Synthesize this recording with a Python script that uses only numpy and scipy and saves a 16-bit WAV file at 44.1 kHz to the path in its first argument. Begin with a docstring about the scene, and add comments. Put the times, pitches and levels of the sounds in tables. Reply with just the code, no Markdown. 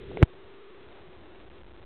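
"""A grip rubs on the housing of an underwater camera, heard very close from the microphone inside.
The rub swells, with a few light taps and ticks, into one sharp knock that overloads the recorder.
Afterwards only a faint wavering drone, the low rumble and swirl of the water outside and some hiss
remain, so quiet that they just flip the lowest step of the 8-bit converter and become a gritty buzz."""
import sys
import numpy as np
from scipy import signal
from scipy.fft import rfft, irfft
from scipy.io import wavfile

SR = 44100
rng = np.random.default_rng(int(sys.argv[2]) if len(sys.argv) > 2 else 0)


def wrap_up_sound(samples):
    """Save the sound to the file named by the first command line argument, as 16-bit audio."""
    columns = np.atleast_2d(samples).T
    # keep every value between -1 and 1, then stretch to whole-number steps
    tamed = np.clip(columns, -1, 1)
    steps = np.round(tamed * 32767).astype(np.int16)
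    wavfile.write(sys.argv[1], SR, steps)


N = 81585
TIME = np.arange(N) / SR

# the grip rubbing on the housing: (time [s], groan level [dB])
RUB_LEVELS = [(0, -49), (.085, -49), (.098, -40.5), (.135, -42), (.165, -42), (.185, -37.5), (.205, -36.5),
              (.218, -31), (.228, -42), (.255, -77.5)]
# the faint drone in the background: (time [s], pitch [Hz], level [dB])
DRONE_CURVE = [(0, 390, -55.5), (.3, 365.8, -63.5), (.47, 398, -61), (.75, 392, -58.5), (1.03, 390, -62),
               (1.15, 360, -63.5), (1.85, 358, -63.5)]
# rumble of the water around the housing: (time [s], level [dB])
RUMBLE_LEVELS = [(0, -52), (.2, -52), (.3, -73), (.72, -74), (.87, -71), (1.0, -70), (1.15, -65.5),
                 (1.4, -66), (1.85, -62.5)]
# spectrum of the water's steady wash: (frequency [Hz], relative density [dB])
WASH_SPECTRUM = [(30, -4), (150, -1), (300, 0), (520, 3), (750, -6.5), (1100, -14), (2000, -19),
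                 (4000, -25)]
# light taps on the housing: (time [s], low ring gain [dB], clack gain [dB])
HOUSING_TAPS = [(0.1150, -45, -28), (0.1716, -31, -18.5), (0.2195, -16, -34), (0.2538, -52.5, -37)]
# housing modes, the low ring first, then the clack: (frequency [Hz], relative level [dB], t60 [s])
HOUSING_MODES = [(391, 1, .029), (490, -7, 0.019), (650, 0.5, .010)]
# hard contacts of the grip: (time [s], gain [dB])
GRIP_TICKS = [(0.1726, -23), (0.2200, -36.5), (0.22728, -9.5)]
# modes of a hard contact: (frequency [Hz], relative level [dB], t60 [s])
TICK_MODES = [(1500, -6, 0.0053), (2124, -1, .007)]
# the knock shoves the housing and stops it: (time [s], pressure step [dB], direction [+/-1], rise [s])
KNOCK_STEPS = [(0.2279, 3.0, 1, .00020), (0.2321, 4.6, -1, .00018)]
# soft swirls against the housing: (time [s], length [s], centre [Hz], level [dB])
WATER_SWIRLS = [(0.87, .04, 70, -59), (0.959, .09, 680, -61), (1.089, .04, 160, -60), (1.495, .05, 55, -58),
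                (1.645, .04, 55, -58)]


def from_db(db):
    """Decibels to gain."""
    return 10 ** (np.asarray(db) / 20)


def rms_one(x):
    """Scale to an rms of one."""
    return x / np.sqrt(np.mean(np.abs(x) ** 2) + 1e-20)


def in_time(rows):
    """Join the rows of a curve by straight lines, one track per column after the time."""
    times, *columns = np.transpose(rows)
    return [np.interp(TIME, times, column) for column in columns]


def shaped_noise(gain_at):
    """Noise whose spectrum follows a function of frequency; rms 1."""
    hz = np.maximum(np.arange(N // 2 + 1) * SR / N, 1)
    return rms_one(irfft(rfft(rng.standard_normal(N)) * gain_at(hz), N))


def resonant_noise(centre_hz, half_width_hz):
    """Noise through a resonance applied twice, so that its skirts are steep."""
    return shaped_noise(lambda hz: 1 / (1 + ((hz ** 2 - centre_hz ** 2) / (2 * hz * half_width_hz)) ** 2))


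def wavering_tone(hz, half_width_hz, unsteady):
    """A narrow tone of drifting phase, from even in strength (0) to fully fluctuating (1); rms 1."""
    real, imag = [shaped_noise(lambda f: 1 / (1 + (f / half_width_hz) ** 2)) for _ in range(2)]
    waver = (real + 1j * imag) * np.hypot(real, imag) ** (unsteady - 1)
    carrier = np.exp(2j * np.pi * np.cumsum(hz * np.ones(N)) / SR)
    return rms_one(np.real(waver * carrier))


def rub():
    """The grip slides right by the microphone: the housing groans over dull thuds and a little scrape."""
    level_db, = in_time(RUB_LEVELS)
    groan = wavering_tone(hz=403, half_width_hz=68, unsteady=.7)
    thuds = from_db(-5) * resonant_noise(centre_hz=138.07, half_width_hz=55)
    scrape = from_db(-20) * resonant_noise(centre_hz=1637, half_width_hz=900)
    return from_db(level_db) * (groan + thuds + scrape)


def drone():
    """A faint narrow tone in the background wavers in strength and pitch."""
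    hz, level_db = in_time(DRONE_CURVE)
    return from_db(level_db) * wavering_tone(hz, half_width_hz=36, unsteady=1)


def water():
    """Water moving around the housing gives a low rumble and a soft steady wash."""
    points_hz, points_db = np.transpose(WASH_SPECTRUM)
    wash = shaped_noise(
        lambda hz: from_db(np.interp(np.log(hz), np.log(points_hz), points_db)) * (hz < 4000))
    rumble_db, = in_time(RUMBLE_LEVELS)
    rumble = resonant_noise(centre_hz=55.98, half_width_hz=32)
    return from_db(rumble_db) * rumble + from_db(-67.5) * wash


def ring(start, modes, contact_s):
    """Damped modes set ringing by one contact, building up over contact_s."""
    age = np.maximum(TIME - start, 0)
    tones = sum(from_db(np.maximum(db - 60 * age / t60, -200)) * np.sin(2 * np.pi * hz * age)
                for hz, db, t60 in modes)
    build_up = 1 - np.exp(-(age / contact_s) ** 2)
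    return tones * build_up


def taps():
    """Each tap sounds the housing's low ring and its clack in a balance of its own."""
    contact_s = .0008
    return sum(from_db(ring_db) * ring(start, HOUSING_MODES[:1], contact_s)
               + from_db(clack_db) * ring(start, HOUSING_MODES[1:], contact_s)
               for start, ring_db, clack_db in HOUSING_TAPS)


def ticks():
    """Hard contacts of the grip each give a brief bright tick, close up."""
    return sum(from_db(db) * ring(start, TICK_MODES, contact_s=.00022) for start, db in GRIP_TICKS)


def knock():
    """Two opposite pressure steps; the microphone lets each leak away in one heavily damped low swing."""
    pressure = sum(direction * from_db(db) * .5 * (1 + np.tanh(2 * (TIME - at) / rise))
                   for at, db, direction, rise in KNOCK_STEPS)
    settle_hz, damping = 80.1, .70
    omega = 2 * np.pi * settle_hz
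    highpass = signal.bilinear([1, 0, 0], [1, 2 * damping * omega, omega ** 2], SR)
    return signal.lfilter(*highpass, pressure)


def swirls():
    """Water swells briefly and softly against the housing."""
    return sum(from_db(db) * np.exp(-(2 * (TIME - at) / length) ** 2) * resonant_noise(hz, .4 * hz)
               for at, length, hz, db in WATER_SWIRLS)


def scene():
    """Under water, everything reaches one microphone inside the housing."""
    return (rub() + drone() + water() + taps() + ticks() + knock() + swirls())[None]


def record(dry):
    """A low-rate 8-bit converter rounds down and overloads; its smoothed output clips once more."""
    full_scale, steps = .707, 128   # steps on each side of zero
    hop = 5   # the converter runs at 8820 Hz
    smoothing_hz, cutoff_hz = 4000, 16000
    # rounding down makes even the faintest sound flip between codes 0 and -1
    codes = np.clip(np.floor(dry[0, ::hop] / full_scale * steps), -steps, steps - 1)
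    smoothing = signal.firwin(181, smoothing_hz, window=("kaiser", 8), fs=SR)
    smoothed = signal.resample_poly(codes / steps, hop, 1, window=smoothing)[:N]
    clipped = full_scale * np.clip(smoothed, -1, 1)
    lowpass = signal.cheby2(12, 70, cutoff_hz, fs=SR, output="sos")
    return signal.sosfilt(lowpass, clipped)[None]


dry = scene()
out = record(dry)
wrap_up_sound(out)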